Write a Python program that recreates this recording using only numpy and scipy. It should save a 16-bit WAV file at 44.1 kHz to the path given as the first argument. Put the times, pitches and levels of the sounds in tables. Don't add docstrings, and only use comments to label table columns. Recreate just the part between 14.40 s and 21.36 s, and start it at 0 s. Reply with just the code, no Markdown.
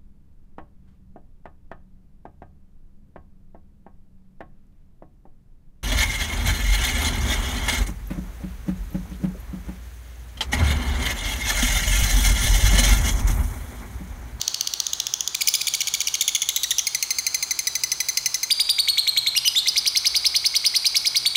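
import sys
import numpy as np
from scipy import signal
from scipy.fft import rfft, irfft
from scipy.io import wavfile
from scipy.ndimage import uniform_filter1d

SR = 44100
rng = np.random.default_rng(int(sys.argv[2]) if len(sys.argv) > 2 else 0)


def persist_wave(psi):
    counts = np.round(np.clip(psi, -1, 1) * 32767).astype(np.int16)
    wavfile.write(sys.argv[1], SR, np.atleast_2d(counts).T)


N = 306936


def undb(db):
    return 10 ** (np.asarray(db) / 20)


def wobble(size, rate):
    k = int(SR / rate)
    x = uniform_filter1d(rng.standard_normal(size), k)
    x = uniform_filter1d(x, k)
    return x / x.std()


def coloured(x, points):
    hz, db = np.transpose(points)
    f = np.arange(len(x) // 2 + 1) * SR / len(x) + 1
    gain = undb(np.interp(np.log(f), np.log(hz), db))
    return irfft(rfft(x) * gain, len(x))


# freq_hz, relative_level_db
AIR_COLOUR = [(30, -21), (50, 3.5), (65, -5), (136, -5), (200, -10.5), (400, -7), (490, -11.5), (800, -4.5),
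              (1300, -4.5), (2200, -10), (5000, -4.5), (16000, -29)]
AIR_DB = -43.5
# freq_hz, level_db (each wavers around it)
HUM_PARTIALS = [(64.6, -63), (129.2, -66.5)]


def room_air():
    hiss = coloured(rng.standard_normal(N), AIR_COLOUR) * undb(.6 * wobble(N, 4))
    t = np.arange(N) / SR
    hum = np.zeros(N)
    for hz, db in HUM_PARTIALS:
        level = undb(db + 3.9 * wobble(N, 6.0)) * np.sqrt(2)
        hum += level * np.sin(2 * np.pi * hz * t + 0.61 * wobble(N, 7.7))
    return undb(AIR_DB) * hiss / hiss.std() + hum


# freq_hz, gain_db
WALL_COLOUR = [(1500, -13), (2300, -2.5), (3200, -1), (4300, 4), (5200, -1.5), (6300, -0.5), (9000, 0.5),
               (15000, -6)]


def room(x, wet_db, t60_low, t60_high, build_s, wall_s, wall_db, near_s, near_db):
    t = np.arange(SR) / SR
    clumps_db = 2 * wobble(SR, 500) * np.exp(-t / .1)
    echoes = rng.standard_normal(SR) * undb(clumps_db)
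    low = signal.sosfilt(signal.butter(2, 7000, fs=SR, output="sos"), echoes)
    tail = low * undb(-60 * t / t60_low) + (echoes - low) * undb(-60 * t / t60_high)
    tail *= 1 - np.exp(-t / build_s)
    tail /= np.sqrt(np.sum(tail ** 2))
    near = rng.standard_normal(SR) * t * np.exp(-t / near_s)
    tail += undb(near_db) * near / np.sqrt(np.sum(near ** 2))
    tail[int(wall_s * SR)] += undb(wall_db)
    return signal.fftconvolve(x, undb(wet_db) * coloured(tail, WALL_COLOUR))


# centre_hz, width_hz, depth_share (capped at .85)
HOLLOWS = [(2672, 160, 1), (13060, 3560, 1)]


def hollow(x):
    for notch_hz, width_hz, depth in HOLLOWS:
        band = signal.lfilter(*signal.iirpeak(notch_hz, notch_hz / width_hz, fs=SR), x)
        x = x - np.minimum(depth, .85) * band
    return x


THROAT_HZ = [2000, 3200, 4600, 6200, 8200, 10500, 13000, 14600]
WARBLE_HZ, WARBLE_Q = 226, 4.02


def syrinx(notes, throat_db, slope_db, effort, jitter, hiss_db, crack_db, low_db=0, crowd=1, throb_db=1,
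           overshoot=0, dip_db=0, rich_db=0):
    hz, db = np.full(N, 3000.), np.full(N, -90.)
    edge, leap = np.zeros(N), np.zeros(N)
    spring = signal.iirpeak(WARBLE_HZ, WARBLE_Q, fs=SR)
    t = np.arange(N) / SR
    for s, ms, pitch, level in notes:
        length = ms / 1000
        on = slice(int(s * SR) - 12, int((s + length) * SR) + 130)
        u = np.clip((t[on] - s) / length, 0, 1) ** (1 / crowd)
        step, part = np.divmod(u * (len(pitch) - 1), 1)
        eased = (part + part ** 2 * (3 - 2 * part)) / 2
        hz[on] = np.interp(step + eased, np.arange(len(pitch)), pitch)
        hz[on] += overshoot * signal.lfilter(*spring, hz[on] - pitch[0])
        leap[on] = abs(np.gradient(np.log(hz[on]))) * SR / 200
        db[on] = 20 * np.log10(np.interp(u, np.linspace(0, 1, len(level)), undb(level)))
        opening = np.clip((t[on] - t[on][0]) / .0003, 0, 1)
        edge[on] = opening * np.exp(-np.clip(t[on] - s - length, 0, 1) / .0008)

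    on = edge > 0
    leap = np.clip(uniform_filter1d(leap, 30), 0, 1)[on]
    hz = uniform_filter1d(hz, 9)[on]
    hz = hz * (1 + jitter * (1 + 2 * leap) * wobble(N, 1200)[on])
    db = (db + throb_db * wobble(N, 1100))[on] + dip_db * (leap - leap.mean())
    phase = 2 * np.pi * np.cumsum(hz) / SR

    k = np.arange(1, 9)[:, None]
    slope = slope_db + effort * (db + 15) + low_db * np.clip((2700 - hz) / 450, 0, 1)
    slope += rich_db * (1 - leap) * np.exp(-((hz - 2870) / 260) ** 2)
    throat = np.interp(np.log(k * hz), np.log(THROAT_HZ), throat_db)
    gain = undb(slope * np.log2(k) + throat) * (k * hz < .42 * SR)
    gain *= undb(1.5 * np.array([wobble(on.sum(), 600) for _ in k]))
    voice = np.sum(gain * np.sin(k * phase + k ** 2), axis=0) / np.sqrt(np.sum(gain ** 2, axis=0) / 2)

    breath = coloured(rng.standard_normal(on.sum()), [(1500, -40), *zip(THROAT_HZ, throat_db)])
    breath_gain = undb(hiss_db) + undb(crack_db) * leap
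    out = np.zeros(N)
    out[on] = (voice + breath_gain * breath / breath.std()) * undb(db) * edge[on]
    return hollow(out)


FADE_MS, FADE_DB = 3.6, -6


def glide(s, ms, pitch, level):
    m = np.linspace(0, ms, int(2 * ms) + 2)
    fade = FADE_DB * np.clip(1 - (ms - m) / FADE_MS, 0, 1)
    return s, ms, np.interp(m, *np.transpose(pitch)), np.interp(m, *np.transpose(level)) + fade


# start_s, length_ms, end_pitch_hz, base_level_db
TICKS = [(0.0144, 4.1, 4540, -13.5), (0.0786, 4, 4550, -12), (0.1439, 4.04, 4637, -14),
         (0.2092, 3.86, 4370, -11.5), (0.2729, 4.0, 4626, -13), (0.3368, 3.55, 4630, -13),
         (0.4014, 3.6, 4654, -11), (0.4667, 3.16, 3710, -13), (0.5326, 4.13, 3980, -13.5),
         (.6002, 4.55, 4070, -13), (.6679, 3.4, 3435, -14), (0.7383, 4.26, 3400, -12.5),
         (0.8069, 3.5, 3390, -13), (0.8759, 3.7, 3316, -13.5), (2.3833, 3.9, 2900, -8.5)]
TICK_SHAPE_DB = [-2.5, -0.5, -4.5, -12]
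TICK_THROAT_DB = [-16, -3, 1.5, 3, -15.5, -16, -8.5, -11]
TICK_START_HZ, TICK_SECOND_HZ = 2735, 3184


def ticks():
    notes = []
    for s, ms, end_hz, db in TICKS:
        notes.append((s, ms, [TICK_START_HZ, TICK_SECOND_HZ, end_hz, end_hz], db + np.array(TICK_SHAPE_DB)))
    return syrinx(notes, TICK_THROAT_DB, slope_db=2.0, effort=0.15, jitter=0.0265, hiss_db=-12, crack_db=-9)


CLICK_START_HZ = 2853
CLICK_CREST, CLICK_DROOP = .4, .93
FALL_MS, SETTLE_MS, SHELF = 2.2, 4.6, 1.1
GAP_MS, GAP_DB = 2.6, -8
UPSWING_HZ, UPSWING_MS, UPSWING_DB, UPSWING_LEAD_MS = 3300, 2.4, 4.5, 1.6


def dip(s, ms, click, click_hz, click_db, low_hz, up, end_hz, db):
    crest, turn = CLICK_CREST * click, up - UPSWING_LEAD_MS
    settled = min(click + SETTLE_MS, turn - .2)
    pitch = [(0, min(CLICK_START_HZ, click_hz)), (crest, click_hz), (click, CLICK_DROOP * click_hz),
             (click + FALL_MS, SHELF * low_hz), (settled, low_hz), (turn, low_hz),
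             (up, UPSWING_HZ), (up + UPSWING_MS, end_hz)]
    gap_db = GAP_DB * np.clip(min(click, 8 - click) / 2, 0, 1)
    level = [(0, click_db), (min(crest, 1), click_db), (click, click_db), (click + GAP_MS, db + gap_db),
             (settled, db), (turn, db), (up, db + UPSWING_DB)]
    return glide(s, ms, pitch, level)


# start_s, length_ms, click_ms, click_hz, click_db, trough_hz, upswing_at_ms, end_pitch_hz, trough_db
DIPS = [(.9461, 7.7, .3, 2560, -22, 2250, 5, 4400, -19), (1.008, 16, .4, 2800, -20, 2280, 11, 4870, -18.5),
        (1.0737, 18.6, 2.3, 3150, -12, 2300, 11.5, 5150, -16.5),
        (1.1393, 19.5, 3, 3650, -13, 2330, 12.5, 5050, -20),
        (1.2086, 11.7, .4, 2480, -26, 2330, 7.8, 4650, -21),
        (1.2701, 18.5, 2.4, 3650, -14, 2300, 12.6, 4680, -20.5),
        (1.338, 17.5, 2.2, 3400, -14, 2240, 12.2, 4650, -21),
        (1.406, 15, 2.2, 3100, -15, 2210, 12, 4450, -21),
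        (1.4723, 15.2, 1.6, 3430, -15, 2230, 12, 4680, -22),
        (1.539, 15.2, 2.6, 3500, -12, 2260, 12, 4680, -21),
        (1.6046, 16, 2.6, 3300, -14, 2250, 12, 4550, -22),
        (1.672, 15, 2.8, 3000, -13, 2230, 12.2, 4680, -22),
        (1.7411, 16, 3.8, 3350, -14, 2200, 13, 4680, -22),
        (1.8095, 17, 3.8, 3750, -13, 2200, 14, 4520, -20),
        (1.879, 15.5, 3.8, 3550, -12, 2180, 14, 3900, -21),
        (1.9494, 15, 4.2, 3600, -13, 2180, 14, 3900, -19),
        (2.0189, 15.2, 4.2, 3550, -13, 2150, 14.2, 3700, -23),
        (2.0889, 15.5, 4.8, 4000, -14, 2120, 15, 3700, -24),
        (2.1612, 16.7, 5.8, 4050, -14, 2050, 16, 3500, -23),
        (2.2332, 17.2, 7.5, 4650, -15, 1920, 25, 3500, -21),
        (2.3071, 16, 7.2, 3750, -15, 1880, 25, 3500, -19),
        (2.391, 10.5, 3.2, 3400, -14, 2020, 25, 3500, -22)]
DIP_THROAT_DB = [-16.5, -2, -8.5, 2.5, -15.5, -11, -8, -11]


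def dips():
    return syrinx([dip(*r) for r in DIPS], DIP_THROAT_DB, slope_db=1.0, effort=0.27, jitter=.008,
                  low_db=-4.5, dip_db=0.5, hiss_db=-18, crack_db=-10)


# start_s, length_ms, first_pitch_hz, held_pitch_hz, peak_db, later_level_db
CHURRS = [(2.4688, 13.4, 2580, 2120, -13.5, -19), (2.5473, 12.6, 2447, 1991, -13, -21),
          (2.6256, 15.3, 2903, 2086, -11.5, -25), (2.7055, 15.4, 2544, 2052, -14.5, -18.5),
          (2.785, 16.5, 2407, 2056, -13.5, -23), (2.8658, 15, 2500, 2037, -13, -21.5),
          (2.9443, 16, 2547, 2030, -13.5, -20), (3.0261, 15.6, 2404, 2050, -15, -21.5),
          (3.1086, 14.2, 2417, 2010, -14.5, -17.5), (3.1899, 15.1, 2566, 2056, -13, -23),
          (3.2705, 15.1, 2500, 1977, -14, -17), (3.3529, 15, 2523, 2000, -13.5, -20.5),
          (3.4357, 14, 2557, 2000, -12.5, -20.5), (3.5169, 15.2, 2702, 2000, -13.5, -21),
          (3.6028, 15.4, 2542, 1982, -13, -20), (3.6863, 17.9, 2470, 2027, -14, -20),
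          (3.7718, 17.5, 2780, 2045, -11.5, -22), (3.8588, 15.7, 2694, 2005, -12.5, -20),
          (3.943, 17.0, 2713, 2000, -13.5, -20), (4.0308, 15, 2460, 2045, -13.5, -20)]
CHURR_THROAT_DB = [-7, -7, -2.5, 3, -13.5, -9, -8, -7]
CHURR_ONSET, CHURR_LANDING, CHURR_LIFT = 1.05, 1.03, 1.02
CHURR_START_DB, CHURR_SAG_DB, CHURR_END_DB = -21, -3.5, -25.5


def churrs():
    notes = []
    for s, ms, first_hz, hz, db, later_db in CHURRS:
        pitch = [CHURR_ONSET * first_hz, first_hz, CHURR_LANDING * hz, hz, CHURR_LIFT * hz]
        level = [CHURR_START_DB, db, db + CHURR_SAG_DB, later_db, CHURR_END_DB]
        notes.append((s, ms, pitch, level))
    return syrinx(notes, CHURR_THROAT_DB, slope_db=0.5, effort=0.071, jitter=0.0046,
                  hiss_db=-20, crack_db=-2, crowd=2)


SQUEAL_LEAD_HZ, SQUEAL_LEAD_DB = 2230, -22
BREAK_MS, BREAK_DB, LEAP_DB = 1.6, -21, -13
SQUEAL_SAG, SAG_MS, LULL_MS, SWELL_MS = .94, 2, 4, 7
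# from_crest_ms, pitch_hz, level_db
SQUEAL_CREST = [(-4.5, 2260, -24), (-2.8, 2450, -25), (-1.2, 3300, -17), (0, 3950, -13), (1, 3900, -16),
                (1.9, 3750, -14)]


def squeal(s, lead, tail, break_hz, leap, hz, lull_db, swell_db):
    rows = np.array([(-lead - 1, SQUEAL_LEAD_HZ, SQUEAL_LEAD_DB), *SQUEAL_CREST,
                     (leap - BREAK_MS, break_hz, BREAK_DB), (leap, hz, LEAP_DB),
                     (leap + SAG_MS, SQUEAL_SAG * hz, (LEAP_DB + lull_db) / 2),
                     (leap + LULL_MS, .98 * hz, lull_db), (leap + SWELL_MS, hz, swell_db),
                     (tail, hz, swell_db - 1)])
    rows[:, 0] += lead
    return glide(s - lead / 1000, lead + tail, rows[:, :2], rows[:, ::2])


# crest_s, lead_in_ms, tail_ms, break_hz, leap_at_ms, held_pitch_hz, lull_db, swell_db
SQUEALS = [(4.1091, 6.4, 22, 3000, 5.5, 4780, -15, -12), (4.2015, 6.5, 20, 3450, 4.5, 4790, -14, -13),
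           (4.2951, 4.5, 22, 3300, 5.8, 4740, -16, -13), (4.3907, 6.8, 19, 3650, 5.8, 4530, -13, -13),
           (4.4863, 9.3, 21, 2950, 4.6, 4370, -18, -11), (4.582, 8.2, 19, 3000, 4.6, 4220, -21, -12),
           (4.6778, 8.2, 21, 3700, 5.5, 4250, -22, -12), (4.7745, 9.6, 19.4, 2950, 4.6, 4200, -19, -14),
           (4.8718, 8.2, 22, 3400, 4.6, 4250, -21, -17), (6.8614, 7.1, 22, 2950, 4.6, 4560, -15, -14),
           (6.9575, 7.3, 22, 2950, 4.6, 4560, -15, -14)]


def squeals():
    return [squeal(*r) for r in SQUEALS]


# start_s, then corners of time_ms, pitch_hz, level_db
SLIDES = [(4.9512, [(0, 2060, -24), (4, 2450, -23), (10, 2750, -24), (14, 2870, -18), (21, 2850, -14),
          (25.5, 2680, -14), (28, 5000, -15), (32, 4830, -21), (36, 5050, -18), (40, 5050, -21)]),
          (5.0479, [(0, 2050, -28), (3, 2350, -25), (6.5, 3100, -19), (12, 2990, -17), (24, 2980, -16),
          (30, 2720, -12), (32.5, 4950, -13), (36, 4950, -15), (40, 5030, -19), (43.7, 4970, -21)]),
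          (5.1502, [(0, 1980, -29), (5.5, 2100, -26), (9, 3250, -21), (12, 3490, -17), (23, 3620, -15),
          (33, 3900, -14), (35, 3400, -16), (36.5, 4300, -18), (39, 3500, -15), (41, 4500, -17),
          (44, 4200, -21), (51, 4300, -18)])]


def slides():
    notes = []
    for s, corners in SLIDES:
        rows = np.array(corners)
        notes.append(glide(s, rows[-1, 0], rows[:, :2], rows[:, ::2]))
    return notes


WHOOP_LEAD_DB, WHOOP_KNEE_MS = -8, -17.5
WHOOP_SCOOP = .96
# from_spike_ms, pitch_over_shelf_ratio, offset_db
WHOOP_SHAPE = [(-15, .59, -6), (-13, .72, -5), (-10.7, .95, 1.5), (-9, .93, -5), (-7, .97, -5),
               (-5, 1.03, 3.5), (-3, 1.01, -3), (-1.5, 1.09, 2), (0, 1.45, 1), (1.5, 1.3, 1),
               (3.3, 1.05, 0), (5.8, 1.22, 1), (8.5, 1.08, -1), (11, 1.17, -2), (17, 1.08, -6)]


def whoop(s, lead, tail, low_hz, hz, db):
    rows = np.array([(-lead, WHOOP_SCOOP * low_hz / hz, WHOOP_LEAD_DB - 2.5),
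                     (WHOOP_KNEE_MS, low_hz / hz, WHOOP_LEAD_DB), *WHOOP_SHAPE])
    rows = rows * [1, hz, 1] + [lead, 0, db]
    return glide(s - lead / 1000, lead + tail, rows[:, :2], rows[:, ::2])


# spike_s, lead_in_ms, tail_ms, lead_in_hz, shelf_hz, base_level_db
WHOOPS = [(5.2862, 27.5, 12.5, 2110, 4250, -16), (5.3805, 22.4, 15, 2170, 4300, -16),
          (5.477, 20.5, 10.8, 2290, 4330, -15.5), (5.5733, 22.2, 12, 2150, 4290, -16),
          (5.6697, 22.5, 11.5, 2170, 4370, -15.5), (5.7657, 21.5, 14.8, 2220, 4270, -16),
          (5.8665, 22.3, 11.2, 2200, 4360, -15), (5.9652, 22, 11, 2170, 4250, -16),
          (6.065, 22.3, 11.5, 2210, 4320, -16), (6.1658, 24.3, 12, 2190, 4230, -16),
          (6.2652, 22.3, 15.9, 2190, 4320, -15), (6.3652, 24.3, 13, 2120, 4230, -15.5),
          (6.4674, 22, 13, 2360, 4300, -15.5), (6.5687, 23.3, 13, 2220, 4330, -15),
          (6.6714, 23.5, 12, 2230, 4270, -16.5), (6.7701, 23, 15.5, 2220, 4230, -16)]


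def whoops():
    return [whoop(*r) for r in WHOOPS]


LONG_THROAT_DB = [-15.5, 8, -4, 2, -8.5, -10, 3, -13]


def long_calls():
    return syrinx(squeals() + slides() + whoops(), LONG_THROAT_DB, slope_db=-4.5, effort=0.31, jitter=0.01226,
                  throb_db=0.8, overshoot=0.136, dip_db=3.0, rich_db=7.0, low_db=-8, hiss_db=-28, crack_db=-14)


def scene():
    bird = ticks() + dips() + churrs() + long_calls()
    before = int(.39 * SR)
    ring = room(np.r_[bird[:before], bird], wet_db=-9, t60_low=1.0, t60_high=0.82, build_s=0.0085,
                wall_s=.0155, wall_db=-17, near_s=0.0012, near_db=-6)
    return (bird + ring[before:before + N] + room_air())[None]


TOP_HZ = 15600


def record(dry):
    return signal.sosfilt(signal.ellip(8, .2, 70, TOP_HZ, fs=SR, output="sos"), dry)


dry = scene()
out = record(dry)
persist_wave(out)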